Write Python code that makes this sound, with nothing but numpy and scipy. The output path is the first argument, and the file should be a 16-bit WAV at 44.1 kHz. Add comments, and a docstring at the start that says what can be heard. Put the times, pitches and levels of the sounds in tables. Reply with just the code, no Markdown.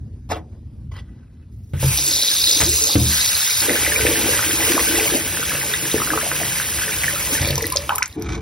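"""Bathroom shelf, tap and stone bowl

A brush stand and a jar are slid off their shelves as filtered noise strokes and struck modes; a tap opens over
a porcelain basin, its jet noise and random bubbles first on porcelain, then a hand, then in a stone bowl.
The drain stopper is pushed as modal thuds, the valve shuts, last drops fall as noise bursts and the bowl
is dragged in two noise bands. The stereo image wavers in phase, with wall echoes and a low room rumble."""
import sys
import numpy as np
from scipy import signal
from scipy.fft import rfft, irfft
from scipy.io import wavfile
from scipy.ndimage import uniform_filter1d

SR = 44100
rng = np.random.default_rng(int(sys.argv[2]) if len(sys.argv) > 2 else 0)


def wav_record(signal):
    """Record a signal, one row per channel, as 16-bit PCM in the file named by sys.argv[1]."""
    frames = np.transpose(np.atleast_2d(signal))
    bounded = np.clip(frames, -1, 1)
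    # unit amplitude maps onto the largest positive 16-bit level
    quanta = np.round(bounded * 32767).astype(np.int16)
    wavfile.write(sys.argv[1], SR, quanta)


N = 370881


def gain_of(db):
    """Amplitude factor of a level in dB."""
    return 10 ** (np.asarray(db) / 20)


def evened(x):
    """Scales to rms 1."""
    return x / np.sqrt(np.mean(x ** 2) + 1e-20)


def read(points, hz):
    """Interpolates a (frequency, value) curve over log frequency."""
    f, value = np.transpose(points)
    return np.interp(np.log(hz + 1), np.log(f + 1), value)


def follow(rows, axis, outside=-150):
    """One column of a time curve at every sample."""
    rows = np.array(rows)
    return np.interp(np.arange(N) / SR, rows[:, 0], rows[:, axis], outside, outside)


def add(mix, s, sound):
    """Adds a sound in place at s seconds."""
    part = mix[round(s * SR):][:len(sound)]
    part += sound[:len(part)]


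def wander(size):
    """Slow random drift of rms 1: noise averaged twice over size samples."""
    return evened(uniform_filter1d(uniform_filter1d(rng.standard_normal(N), size), size))


def noise(colour_db, size, patchy_db, flicker_db):
    """Random short-time spectra with drifting patches and a flicker shared by all bins; rms 1."""
    frames, bins = 4 * N // size + 5, size // 2 + 1
    real, imag, patches = rng.standard_normal((frames, bins, 3)).T
    patches = uniform_filter1d(patches, size=size // 128 + 2, axis=0)
    patches = evened(uniform_filter1d(patches, size=8, axis=1))
    colour = colour_db(np.fft.rfftfreq(size, 1 / SR))[:, None]
    db = colour + patchy_db * patches + flicker_db * rng.standard_normal(frames)
    spectra = (real + 1j * imag) * gain_of(db)
    return evened(signal.istft(spectra, nperseg=size, noverlap=3 * size // 4)[1][:N])


def tilted(x, tilt, pivot_hz):
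    """Turns the spectrum about a pivot by roughly tilt dB per octave, given at every sample."""
    hz, t, z = signal.stft(x, SR, nperseg=256)
    tilt_db = np.interp(t, np.arange(N) / SR, tilt) * np.log2((hz[:, None] + 100) / pivot_hz)
    return signal.istft(z * gain_of(tilt_db), SR, nperseg=256)[1][:N]


def humps(peaks, hz):
    """Summed power of resonances, as a gain."""
    return np.sqrt(sum(gain_of(2 * db) / (1 + (2 * (hz - f) / w) ** 2) for f, w, db in peaks))


def resonate(x, peaks, floor):
    """Passes x through resonances over a flat gain floor; rms 1."""
    gain = floor + humps(peaks, np.fft.rfftfreq(N, 1 / SR))
    return evened(irfft(rfft(x) * gain, N))


def bubble(hz, cycles, rise, swell=0.42):
    """An air pocket swells, rings with climbing pitch and dies; scaled by its rms."""
    u = np.arange(int(3 * cycles / hz * SR)) * hz / SR / cycles
    ring = np.sin(2 * np.pi * cycles * u * (1 + rise * u))
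    return evened(ring * u ** swell * np.exp(-2.5 * u)) / 4.7


def grains(low_hz, high_hz, cycles, per_s, spread_db, count=44):
    """Many bubbles of random size, damping and strength; rms 1."""
    out, (when, kind) = np.zeros(N), rng.random((N, 2)).T
    strength = gain_of(spread_db * np.minimum(rng.exponential(1, N), 5))
    clicks = strength * (when < per_s / SR)
    for k, hz in enumerate(np.geomspace(low_hz, high_hz, count)):
        chosen = clicks * ((kind * count).astype(int) == k)
        ring = bubble(hz, cycles * rng.uniform(0.57, 1.58), rise=0.049)
        out += signal.oaconvolve(chosen, ring)[:N]
    return evened(out)


def thuds(blows, modes, rattle):
    """A half-sine blow and a dying rattle ring the modes of a body, with a short crack of noise."""
    out, t = np.zeros(N), np.arange(SR // 2) / SR
    for (s, db, length_s, crack_db), chance in zip(blows, rng.standard_normal((len(blows), len(t)))):
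        ring = sum(gain_of(d - 60 * t / t60) * np.sin(2 * np.pi * hz * t) for hz, d, t60 in modes)
        blow = np.sin(np.linspace(0, np.pi, int(length_s * SR) + 3))
        push = rattle * chance * gain_of(-60 * t / 0.084) + (t == 0)
        ring = signal.oaconvolve(signal.oaconvolve(ring, blow), push)[:len(t)]
        crack = uniform_filter1d(chance, size=8) * gain_of(crack_db - 60 * t / 0.086)
        add(out, s, gain_of(db) * (ring / abs(ring).max() + crack))
    return out


# Room rumble level: (time [s], level [dB])
RUMBLE_LEVEL = [(0.0, -32.5), (1.08, -33.5), (1.2, -36.5), (1.94, -33.5), (2.1, -38.5), (2.8, -40),
                (3.05, -38.5), (3.55, -40), (3.65, -33), (5.15, -34), (5.4, -37.5), (6.45, -36), (7.3, -35),
                (7.52, -28.5), (7.94, -38.5), (8.15, -43), (8.25, -27.5), (8.41, -30)]
# Room air spectrum: (frequency [Hz], relative density [dB])
AIR_SPECTRUM = [(20, -35), (40, -21), (66, 13.5), (85, 5.5), (100, 8), (135, -0.5), (165, -9), (220, -5),
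                (480, -27.5), (1200, -42), (3000, -47), (9000, -49), (16000, -67)]


def rumble():
    """Lumpy low air noise of the room."""
    air = noise(lambda hz: read(AIR_SPECTRUM, hz), size=2048, patchy_db=2.5, flicker_db=1.0)
    return gain_of(follow(RUMBLE_LEVEL, axis=1, outside=-40)) * air


# Strokes over a shelf: (start [s], length [s], start level [dB], end level [dB], release [dB/s],
# brightness [dB/octave])
STROKES = [(0.289, 0.024, -45, -24, -360, -0.5), (0.52, 0.025, -58, -57, -400, -3.5),
           (0.914, 0.082, -47, -41, -900, 0), (1.02, 0.4, -65, -68, -150, 0.5),
           (1.517, 0.3, -96, -67, -300, 12)]
# Rubbing spectrum: (frequency [Hz], relative density [dB])
RUB_SPECTRUM = [(200, -24), (350, 1.5), (1200, 0), (1800, -8), (3000, -8.5), (6500, -10.5), (9000, -18),
                (11000, -21), (15600, -26)]
# Resonances of the rubbed jar: (frequency [Hz], width [Hz], level [dB])
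JAR_RESONANCES = [(1070, 40, 1), (1980, 88, 0), (3180, 120, 1), (5820, 100, -22)]
# Jar foot scuffing the shelf edge: (frequency [Hz], width [Hz], level [dB])
SCUFF_RESONANCES = [(1610, 200, -7), (1980, 110, -3), (2590, 60, -7), (2880, 80, -9), (4000, 70, -11),
                    (4660, 20, -11)]
JAR_FROM_S, SCUFF_FROM_S = 0.8, 1.013  # earlier strokes move the brush stand
SLIDE_ATTACK_S, DULLING_DB_PER_OCTAVE_PER_S = 0.0022, -35


def slides():
    """Dry friction noise: each stroke has a quick attack, a push, and a tail that fades and dulls."""
    stand = noise(lambda hz: read(RUB_SPECTRUM, hz), size=512, patchy_db=3.5, flicker_db=3.5)
    jar = resonate(stand, JAR_RESONANCES, floor=0.32)
    scuff = resonate(stand, SCUFF_RESONANCES, floor=0.15)
    body = np.searchsorted([JAR_FROM_S * SR, SCUFF_FROM_S * SR], np.arange(N))
    rub = np.choose(body, [stand, jar, scuff])
    t, level, tilt = np.arange(N) / SR, np.zeros(N), np.zeros(N)
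    for s, length_s, from_db, to_db, release_db, bright in STROKES:
        after_s = np.maximum(t - s - length_s, 0)
        db = np.interp(t, [s, s + length_s], [from_db, to_db]) + release_db * after_s
        level += gain_of(db) * np.clip((t - s) / SLIDE_ATTACK_S, 0, 1)
        stroke_tilt = np.maximum(bright + DULLING_DB_PER_OCTAVE_PER_S * after_s, -12)
        tilt = np.where(t > s - SLIDE_ATTACK_S, stroke_tilt, tilt)
    return level * tilted(rub, tilt, pivot_hz=1510)


# Rocking of the grasped stand: (time [s], ring peak [dB], blow length [s], crack re ring [dB])
STAND_BLOWS = [(.303, -17, 0.00036, -20), (.315, -10.5, 0.00034, -26), (.346, -30, 0.00043, -6),
               (.365, -20.5, 0.00046, -7)]
# Modes of the brush stand on its wooden shelf: (frequency [Hz], level [dB], t60 [s])
STAND_MODES = [(317.6, -0.5, 0.2), (477, -6, 0.12), (590, 3, 0.05), (710, 10, 0.048), (877, 8, 0.055),
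               (1050, 6, 0.05), (1380, -10, 0.08), (1750, -2, 0.07), (2300, 1, .08), (2740, 0, 0.09),
               (3580, -5, .1)]


def stand_tips():
    """The grasped brush stand rocks: short blows ring its modes."""
    return thuds(STAND_BLOWS, STAND_MODES, rattle=0.035)


# Low thump as the water section begins, then handle turns:
# (time [s], ring peak [dB], blow length [s], crack re ring [dB])
VALVE_BLOWS = [(1.735, -12, 0.002, -14), (1.768, -16, 0.003, -28), (1.829, -9, 0.0004, -10),
               (1.8432, -7, 0.0022, -21), (1.865, -15, 0.003, -35), (1.908, -16, 0.009, -43),
               (7.408, -10, 0.0035, -23), (7.482, -13, 0.0038, -30), (7.503, -15, .002, -25),
               (7.533, -18, 0.003, -30)]
# Modes of the pipe: (frequency [Hz], level [dB], t60 [s])
PIPE_MODES = [(66, -2, 0.3), (91.5, 2, 0.25), (136, 13, 0.2), (185, 2, 0.12), (240, -2, .07),
              (340, -5, 0.09), (409, -3, .11), (463, -5, 0.1), (527, 13, 0.045), (620, -5, .08),
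              (870, 7, .05)]


def valve_knocks():
    """A low thump, then handle turns, as blows that ring the pipe modes."""
    return thuds(VALVE_BLOWS, PIPE_MODES, rattle=0.015)


# Water landing: tap opening, bare porcelain, hand, bowl near, bowl farther off, dribble.
# (start [s], hiss [dB, +10 dB in jet()], spray [dB], gurgle [dB], slosh [dB],
# hiss tilt [dB/octave], pipe hum [dB])
LANDINGS = [(1.735, -26, -35, -33.5, -53, -0.5, -62), (1.974, -25.5, -15.5, -34.5, -37.5, 1, -49),
            (3.101, -25, -19.5, -30.5, -53, 0.5, -49), (3.616, -24.5, -35.5, -25, -30, -1, -40.5),
            (5.174, -29.5, -51, -29, -38, -1, -37), (7.409, -28, -28.5, -58, -31, -3, -34)]


def landing(column):
    """One column of the landing stages at every sample, with short crossfades."""
    rows = np.array(LANDINGS)
    index = np.maximum(np.searchsorted(rows[:, 0], np.arange(N) / SR) - 1, 0)
    return uniform_filter1d(rows[index, column], size=200)


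# Valve opening: (time [s], flow level [dB])
VALVE_FLOW = [(1.735, -35), (1.787, -18), (1.813, -4.5), (1.88, -0.5), (7.3, 1.5), (7.34, 6.5), (7.4, -0.5),
              (7.5, -5), (7.73, -12), (7.92, -13.5), (8.01, -20.5), (8.16, -24.5)]


def flow_db():
    """Flow level at every sample; -300 dB outside the curve."""
    return follow(VALVE_FLOW, axis=1, outside=-300)


def layer_gain(column, flow_share, drift_db, extra_db=0):
    """Water-layer gain: landing level, share of the flow change, and random drift."""
    drift = drift_db * wander(int(0.045 * SR))
    return gain_of(landing(column) + flow_share * flow_db() + extra_db + drift)


# Lower jet spectrum: (frequency [Hz], relative density [dB])
JET_SPECTRUM = [(250, -18.5), (800, -12.5), (1100, -7.5), (1700, -21.5), (2400, -3.5), (4000, -8.5)]
# Upper jet spectrum: (frequency [Hz], relative density [dB])
FIZZ_SPECTRUM = [(6200, -3.5), (7400, -1.5), (9000, -1.5), (11500, -4.5), (12600, -5), (14300, -2),
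                 (15600, -2)]


def jet():
    """Hiss of the aerated jet: flickering noise with a tilt set by the landing."""
    spectrum = JET_SPECTRUM + FIZZ_SPECTRUM
    hiss = noise(lambda hz: read(spectrum, hz), size=256, patchy_db=0.0, flicker_db=1.5)
    hiss = tilted(gain_of(10.0) * hiss, landing(5), pivot_hz=8800)
    return layer_gain(1, flow_share=1, drift_db=0.76) * hiss


# Favoured bubble sizes in the film: (frequency [Hz], width [Hz], level [dB])
FILM_RESONANCES = [(3630, 730, 1.5), (4300, 180, -13), (5000, 120, -3)]
# Spray while a hand works under the jet: (time [s], level change [dB], tilt [dB/octave])
HAND_SPLASH = [(1.97, 1, 6), (2.0, -7, 11), (2.06, -7.5, 22), (2.17, 0.5, 1), (2.45, 0, 2.5),
               (2.52, 2.5, 7), (2.7, -6.5, 19), (2.84, -2.5, 21), (2.94, -2.5, -1), (2.98, -5.5, 10),
               (3.12, 0, 6), (3.25, 3, 7), (3.37, -5, 9), (3.61, 1, 8)]
SPRAY_EDGE_HZ = 3280  # the thin film on the porcelain makes no larger bubbles


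def spray():
    """Small bubbles in a thin film: high-passed grains, shaped as a hand works under the jet."""
    film = grains(low_hz=3335, high_hz=7150, cycles=7.3, per_s=4000, spread_db=3.8)
    film = signal.sosfilt(signal.butter(8, SPRAY_EDGE_HZ, "high", fs=SR, output="sos"), film)
    film = resonate(film, FILM_RESONANCES, floor=1.0)
    film = tilted(film, follow(HAND_SPLASH, axis=2, outside=0), pivot_hz=4600)
    splash_db = follow(HAND_SPLASH, axis=1, outside=0)
    return layer_gain(2, flow_share=1, drift_db=1.2, extra_db=splash_db) * film


def gurgle():
    """Dense mid-pitched bubbles that follow only part of the flow change."""
    bubbling = grains(low_hz=1399, high_hz=3910, cycles=7.4, per_s=1500, spread_db=3.5)
    return layer_gain(3, flow_share=0.35, drift_db=1.35) * bubbling


# Air in bowl and basin: (frequency [Hz], width [Hz], level [dB])
HOLLOW_RESONANCES = [(232, 29, 2.5), (325, 23, 3.5), (407, 51, -1), (475, 58, 3.5), (585, 24, 6.5),
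                     (800, 380, 0.5)]
# Heaves of the water: (time [s], slosh level change [dB])
WATER_HEAVES = [(3.7, 12.5), (2.5, 6), (4.07, 4), (4.28, 6.5), (2.85, 6), (4.22, 4), (4.55, -10), (4.74, 1),
                (5.15, 7), (5.97, 11), (6.15, 12)]
HEAVE_S = 0.032


def slosh():
    """Large bubbles ring the air in bowl and basin; heaves change their level."""
    t = np.arange(N) / SR
    heaves_db = sum(db * np.exp(-((t - s) / HEAVE_S) ** 2) for s, db in WATER_HEAVES)
    large = grains(low_hz=255, high_hz=884, cycles=3.6, per_s=600, spread_db=4.06)
    hollow = resonate(large, HOLLOW_RESONANCES, floor=0.21)
    return layer_gain(4, flow_share=1, drift_db=2.7, extra_db=heaves_db) * hollow


# Pipe hum resonances, squared in use: (frequency [Hz], width before squaring [Hz],
# level before squaring [dB])
DRONE_RESONANCES = [(135.6, 16, 1.5), (183.6, 23, -1)]


def pipe_hum():
    """Running water hums in the pipe: noise through squared resonances."""
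    hum = noise(lambda hz: 40 * np.log10(humps(DRONE_RESONANCES, hz)), size=4096, patchy_db=1.5, flicker_db=1.0)
    return gain_of(landing(6) + flow_db()) * hum


# Drops on the surface: (time [s], burst peak [dB], frequency [Hz], tick level before scaling [dB])
DROP_HITS = [(1.974, 1, 4460, -3), (1.981, -7, 4300, -8), (1.987, -5, 5000, -12), (7.417, -8, 5600, -14),
             (7.448, -7, 2980, -9), (7.456, -7, 4000, -12), (7.475, -2, 3630, -1), (7.484, -8, 3900, -4),
             (7.488, -6, 4130, -11), (7.506, -6, 3380, -12), (7.509, -10, 4600, -15), (7.556, -4, 5900, -6),
             (7.5795, -1, 6000, -9), (7.622, -4, 3980, 8), (7.626, -9, 6150, -9), (7.655, -14, 4660, -11),
             (7.668, 3, 11300, 10), (7.675, -19, 6000, -18), (7.702, -4, 2800, 0), (7.723, -7, 10700, -12),
             (7.725, -10, 4900, -20), (7.758, -15, 1600, -19), (7.761, -0.5, 6060, -28),
             (7.7701, 0, 4970, -33), (7.893, -4, 2630, -13), (7.981, -14, 2400, -18),
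             (7.9534, -3.5, 10300, 9), (7.958, -2, 10000, 2), (7.983, 1.5, 8900, 3),
             (8.028, -3.5, 6300, -28), (8.058, -10.5, 6630, -17), (8.079, -23, 10300, -24),
             (8.127, -27, 4200, -16), (8.198, -23, 3580, 11), (8.223, -11, 6000, -1.5)]
DROP_FADE_T60_S, TICK_T60_S, DROP_ATTACK_S = 0.012, 0.0079, 0.00011


def drops():
    """Drops tick on the surface: narrow noise bursts with a sharp broadband tick."""
    out, t = np.zeros(N), np.arange(2000) / SR
    for (s, db, hz, tick_db), hiss in zip(DROP_HITS, rng.standard_normal((len(DROP_HITS), 2000))):
        tick = np.diff(hiss, n=2, prepend=[0, 0]) * gain_of(tick_db - 60 * t / TICK_T60_S)
        band = signal.iirpeak(hz, 2.6, SR)
        ring = signal.lfilter(*band, signal.lfilter(*band, hiss))
        ring = ring * gain_of(-60 * t / DROP_FADE_T60_S) * np.minimum(t / DROP_ATTACK_S, 1)
        burst = tick + 3 * ring
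        add(out, s, gain_of(db) * burst / abs(burst).max())
    return out


# Pushes on the drain stopper: (time [s], ring peak [dB], blow length [s], crack re ring [dB])
STOPPER_BLOWS = [(2.603, -21, 0.0021, 11.5), (2.613, -24.5, 0.0007, 20.5), (2.625, -21, 0.0024, -1),
                 (2.629, -12, 0.0052, -20), (2.69, -17, 0.011, -30), (2.955, 5.5, 0.00026, -9.5),
                 (2.964, 1, 0.0017, -26), (3.04, -12, 0.0021, -30)]
# Modes of the basin: (frequency [Hz], level [dB], t60 [s])
BASIN_MODES = [(76, -2, 0.35), (122, 3, 0.17), (160, 2, 0.2), (205, -5, 0.25), (240, -3, 0.07),
               (288, 5, 0.14), (316, -1, 0.12), (410, -6, 0.1), (472, -2, 0.08), (500, -3, 0.07),
               (560, -9, 0.1), (700, -1, 0.08)]


def stopper_pushes():
    """Pushes on the drain stopper ring the modes of the basin."""
    return thuds(STOPPER_BLOWS, BASIN_MODES, rattle=0.02)


# Single loud bubbles: (time [s], relative level [dB], frequency [Hz], damping length [cycles, min 1.5])
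LOUD_BUBBLES = [(2.652, -20, 298, 14), (2.782, -33, 1000, 9), (2.79, -35, 342, 9.2), (2.841, -26, 980, 5),
                (2.897, -22, 920, 4.6), (3.646, -28, 320, 7), (3.69, -21, 343, 5.7), (3.695, -3.5, 1920, 5),
                (3.709, -16, 325, 4.5), (3.848, -9.5, 2200, 8.4), (3.865, -4.5, 1910, 4.9),
                (3.92, -10.5, 1710, 11), (3.96, -8, 2280, 21), (4.01, -13, 2230, 8), (4.027, -17, 418, 4),
                (4.052, -3.5, 437, 1.5), (4.067, -1, 2330, 4.6), (4.068, -8, 1770, 8.2),
                (4.088, -14, 2450, 6), (4.09, -18, 320, 6), (4.113, -16, 458, 4.5),
                (4.157, -12.5, 1720, 8.9), (4.2, -16, 327, 4.1), (4.258, -14, 333, 3.6),
                (4.293, -21, 480, 2.1), (4.392, -6.5, 1360, 4.1), (4.446, -13, 3060, 9.9),
                (4.495, -20, 340, 3.6), (4.534, -17.5, 304, 4.9), (4.704, -17, 348, 6),
                (4.724, -20.5, 395, 7.2), (4.749, -20, 348, 4.7), (4.767, -15, 624, 5.6),
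                (4.779, -4.5, 1080, 4.3), (4.795, -9, 1880, 6), (4.94, -16.5, 308, 4.6),
                (4.979, -17, 370, 4.3), (4.985, -16, 750, 7.4), (4.998, -8, 2360, 9.6),
                (5.078, -12, 2230, 16), (5.122, -13.5, 337, 3.4), (5.152, -22, 330, 3.4),
                (5.155, -18.5, 600, 9.3), (5.372, -10.5, 1580, 3.1), (5.396, -23, 468, 5.9),
                (5.428, -14.5, 1370, 7), (5.518, -16, 1310, 5), (5.554, -20, 1610, 8.1),
                (5.629, -19, 1610, 8.8), (5.738, -9.5, 1810, 6.7), (5.738, -8.5, 3530, 12),
                (5.915, -13.5, 3620, 16), (5.98, -14, 1700, 9), (5.943, -1, 374, 1.2),
                (6.001, -16, 1150, 5.5), (6.018, -8.5, 1210, 4.1), (6.074, -13, 1310, 3.5),
                (6.104, -6, 1560, 7.2), (6.134, -10.5, 1180, 9.6), (6.176, -2.5, 1230, 2.4),
                (6.212, -15, 1630, 8.4), (6.231, -17, 586, 4.4), (6.265, -15.5, 664, 5.3),
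                (6.316, -3.5, 1510, 1.7), (6.354, -18, 1670, 5.5), (6.401, -13, 2300, 5.5),
                (6.414, -15.5, 646, 4.9), (6.433, -9, 1750, 2.5), (6.6, -9.5, 1500, 3.7),
                (6.834, -16.5, 1600, 15), (6.881, -15, 1740, 7.8), (6.922, -12, 2180, 6),
                (7.036, -5.5, 2100, 4.1), (7.043, -4, 1890, 2.4), (7.081, -7, 1760, 14),
                (7.159, -18.5, 1310, 14), (7.351, -18, 1730, 27), (7.447, -16, 2240, 13),
                (7.448, -19, 806, 1.6), (7.473, -14, 503, 2.5), (7.504, -10.5, 515, 1.5),
                (7.54, -24, 452, 5.5), (7.578, -19, 454, 4.6), (7.579, -16.5, 920, 6.2),
                (7.608, -18, 1980, 7.1), (7.624, -17.5, 448, 7.1), (7.642, -13, 1860, 8.3),
                (7.647, -20, 304, 3.3), (7.721, -15.5, 984, 10), (7.734, -21, 1110, 8.8),
                (7.757, -14.5, 550, 4.5), (7.776, -30.5, 554, 40), (7.893, -1, 1000, 1.2),
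                (7.896, -15, 718, 9.9), (7.9048, -8.5, 1165, 4), (7.92, -7, 768, 4.4),
                (7.929, -18, 856, 13), (7.981, -13.5, 1080, 6.7), (8.005, -19, 800, 7.4),
                (8.023, -1.5, 1880, 4.4), (8.021, -13.5, 1225, 9.8), (8.031, -34, 1930, 9.1)]
STEADY_FROM_S, STEADY_TO_S = 3.6, 7.79  # short, steady bubbles between; slower, climbing ones outside
STEADY_RISE, STEADY_SWELL = 0.037, 0.42  # rise: pitch climbs by twice this share per damping length
CLIMB_RISE, CLIMB_SWELL = 0.14, 1.3


def single_bubbles():
    """Single air pockets ring, each followed by a weaker, lower ring."""
    out = np.zeros(N)
    for s, db, hz, cycles in LOUD_BUBBLES:
        steady = STEADY_FROM_S < s < STEADY_TO_S
        rise, swell = (STEADY_RISE, STEADY_SWELL) if steady else (CLIMB_RISE, CLIMB_SWELL)
        add(out, s, gain_of(db) * bubble(hz, max(cycles, 1.5), rise, swell))
        add(out, s + 0.012, gain_of(db - 26.5) * bubble(hz * 0.82, 2 * cycles, rise / 2))
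    return out


DRIBBLE_DB = -26.5  # at 0 dB flow


def dribble():
    """Bubbles under the broken jet, from the last landing stage on."""
    bubbling = grains(low_hz=1620, high_hz=2620, cycles=7.8, per_s=900, spread_db=3.4, count=8)
    broken = np.arange(N) / SR > LANDINGS[-1][0]
    return broken * gain_of(DRIBBLE_DB + flow_db()) * bubbling


# Bowl over the basin floor: (time [s], groan level [dB], grit level [dB])
DRAG_LEVELS = [(8.14, -66, -63), (8.166, -28, -46.5), (8.236, -33.5, -40), (8.352, -32, -31.5),
               (8.384, -31, -41), (8.396, -38, -54), (8.41, -39, -54)]
# Groan spectrum: (frequency [Hz], relative density [dB])
GROAN_SPECTRUM = [(88, -14), (150, 6), (258, -6), (290, 6), (409, 2.5), (561, -36), (703, -8), (1300, -27),
                  (1690, -39), (2860, -120)]
# Grit spectrum: (frequency [Hz], relative density [dB])
GRIT_SPECTRUM = [(800, -12.5), (1000, -8.5), (1450, -5), (2030, -14), (2300, -0.5), (2710, -18),
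                 (3710, -11.5), (4520, -20), (6100, -14.5), (7400, -19), (9000, -28), (12000, -39),
                 (15600, -42)]


def drag():
    """Wet stone groans and grinds over porcelain: a low and a high noise band."""
    groan = noise(lambda hz: read(GROAN_SPECTRUM, hz), size=1024, patchy_db=0.8, flicker_db=0.4)
    grit = noise(lambda hz: read(GRIT_SPECTRUM, hz), size=512, patchy_db=0.5, flicker_db=-5.5)
    return gain_of(follow(DRAG_LEVELS, axis=1)) * groan + gain_of(follow(DRAG_LEVELS, axis=2)) * grit


# Wall echo decay: (frequency [Hz], t60 [s])
WALL_DECAY = [(200, 0.37), (1000, 0.17), (4000, 0.085), (12000, 0.067)]


def walls(x):
    """Sparse echoes of random sign, each band dying at its own speed."""
    taps = np.zeros(SR // 2)
    at = np.arange(120, len(taps) - 20, 20)
    taps[at + rng.integers(0, 20, len(at))] = rng.choice([-1., 1.], len(at))
    hz, t, z = signal.stft(taps, SR, nperseg=256)
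    decay = gain_of(-60 * t / read(WALL_DECAY, hz)[:, None])
    tail = signal.istft(z * decay, SR, nperseg=256)[1]
    return signal.oaconvolve(x, tail / np.linalg.norm(tail))[:N]


def scene():
    """Sums dry sources, their wall echoes and the rumble; both channels are the same."""
    knocks = stopper_pushes() - valve_knocks()
    hits = slides() + stand_tips() + knocks + drops() + single_bubbles() + drag()
    flow = jet() + spray() + gurgle() + slosh() + pipe_hum() + dribble()
    echoes = walls(gain_of(-9.5) * hits + gain_of(-14.0) * flow)
    sound = hits + gain_of(-3.0) * flow + echoes + rumble()
    return np.array([sound, sound])


# Phase difference between left and right channel: (frequency [Hz], difference [half turns])
STEREO_PHASE = [(100, 0), (1030, -.22), (1400, -.1), (1800, 0), (2900, .3), (4400, .2), (5000, 0),
                (5500, .13), (6950, 1), (8150, 1), (10400, 2), (11600, 2), (13850, 3), (14950, 3),
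                (15800, 3.4)]
# Random wavering of that difference: (frequency [Hz], rms-scale factor [rad])
PHASE_WAVER = [(200, .1), (860, .9), (1400, .8), (1700, .15), (2050, .2), (2900, 1), (5200, .5),
               (6500, .55), (6950, 0), (8150, 0), (8400, .5), (10200, .5), (10400, 0), (11600, 0),
               (11800, .6), (13600, .6), (13850, 0), (14950, 0), (15200, .6)]
# Stereo balance: (frequency [Hz], left minus right [dB])
STEREO_BALANCE = [(130, 0), (400, 2), (800, .5), (1150, -1.5), (1650, 0), (3000, -.7), (5000, 0)]
DULL_HZ, DULL_DB, EDGE_HZ = 15800, -55, 17157  # steep treble limit of the sound
LOW_CUT_HZ, CEILING = 56.7, 0.85
DUCK_FROM_DB, DUCK_SHARE, RECOVER_DB_PER_S = -12.5, 0.64, 66  # recovery of the tracked power


def record(dry):
    """Stereo image with wavering phase; then low cut, gain control, soft clipping and band limit."""
    hz, t, z = signal.stft(dry, SR, nperseg=512, noverlap=384)
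    chance = rng.standard_normal((len(t), len(hz))).T
    chance = evened(uniform_filter1d(uniform_filter1d(chance, size=10, axis=0), size=10, axis=1))
    phase = np.pi * read(STEREO_PHASE, hz)[:, None] + read(PHASE_WAVER, hz)[:, None] * chance
    side = np.array([1, -1])[:, None, None]
    top_db = DULL_DB * np.clip((hz - DULL_HZ) / 90 + 0.5, 0, 1)
    channel_db = side * read(STEREO_BALANCE, hz)[:, None] / 2 + top_db[:, None]
    z = z * np.exp(0.5j * side * phase) * gain_of(channel_db)
    heard = signal.istft(z, SR, nperseg=512, noverlap=384)[1][:, :N]
    heard = signal.sosfilt(signal.butter(3, LOW_CUT_HZ, "high", fs=SR, output="sos"), heard)
    power = abs(uniform_filter1d((heard ** 2).mean(0), size=600))
    power_db = 10 * np.log10(power + 1e-12)
    fall_db = np.arange(N) * RECOVER_DB_PER_S / SR
    held_db = np.maximum.accumulate(power_db + fall_db) - fall_db  # instant rise, linear fall
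    over_db = np.maximum(held_db - DUCK_FROM_DB, 0)
    heard = heard / gain_of(DUCK_SHARE * uniform_filter1d(over_db, size=200))
    heard = CEILING * np.tanh(heard / CEILING)  # the input stage rounds off the tallest peaks
    band_limit = signal.firwin(511, EDGE_HZ, window=("kaiser", 9), fs=SR)
    return signal.oaconvolve(heard, band_limit[None], "same")


dry = scene()
out = record(dry)
wav_record(out)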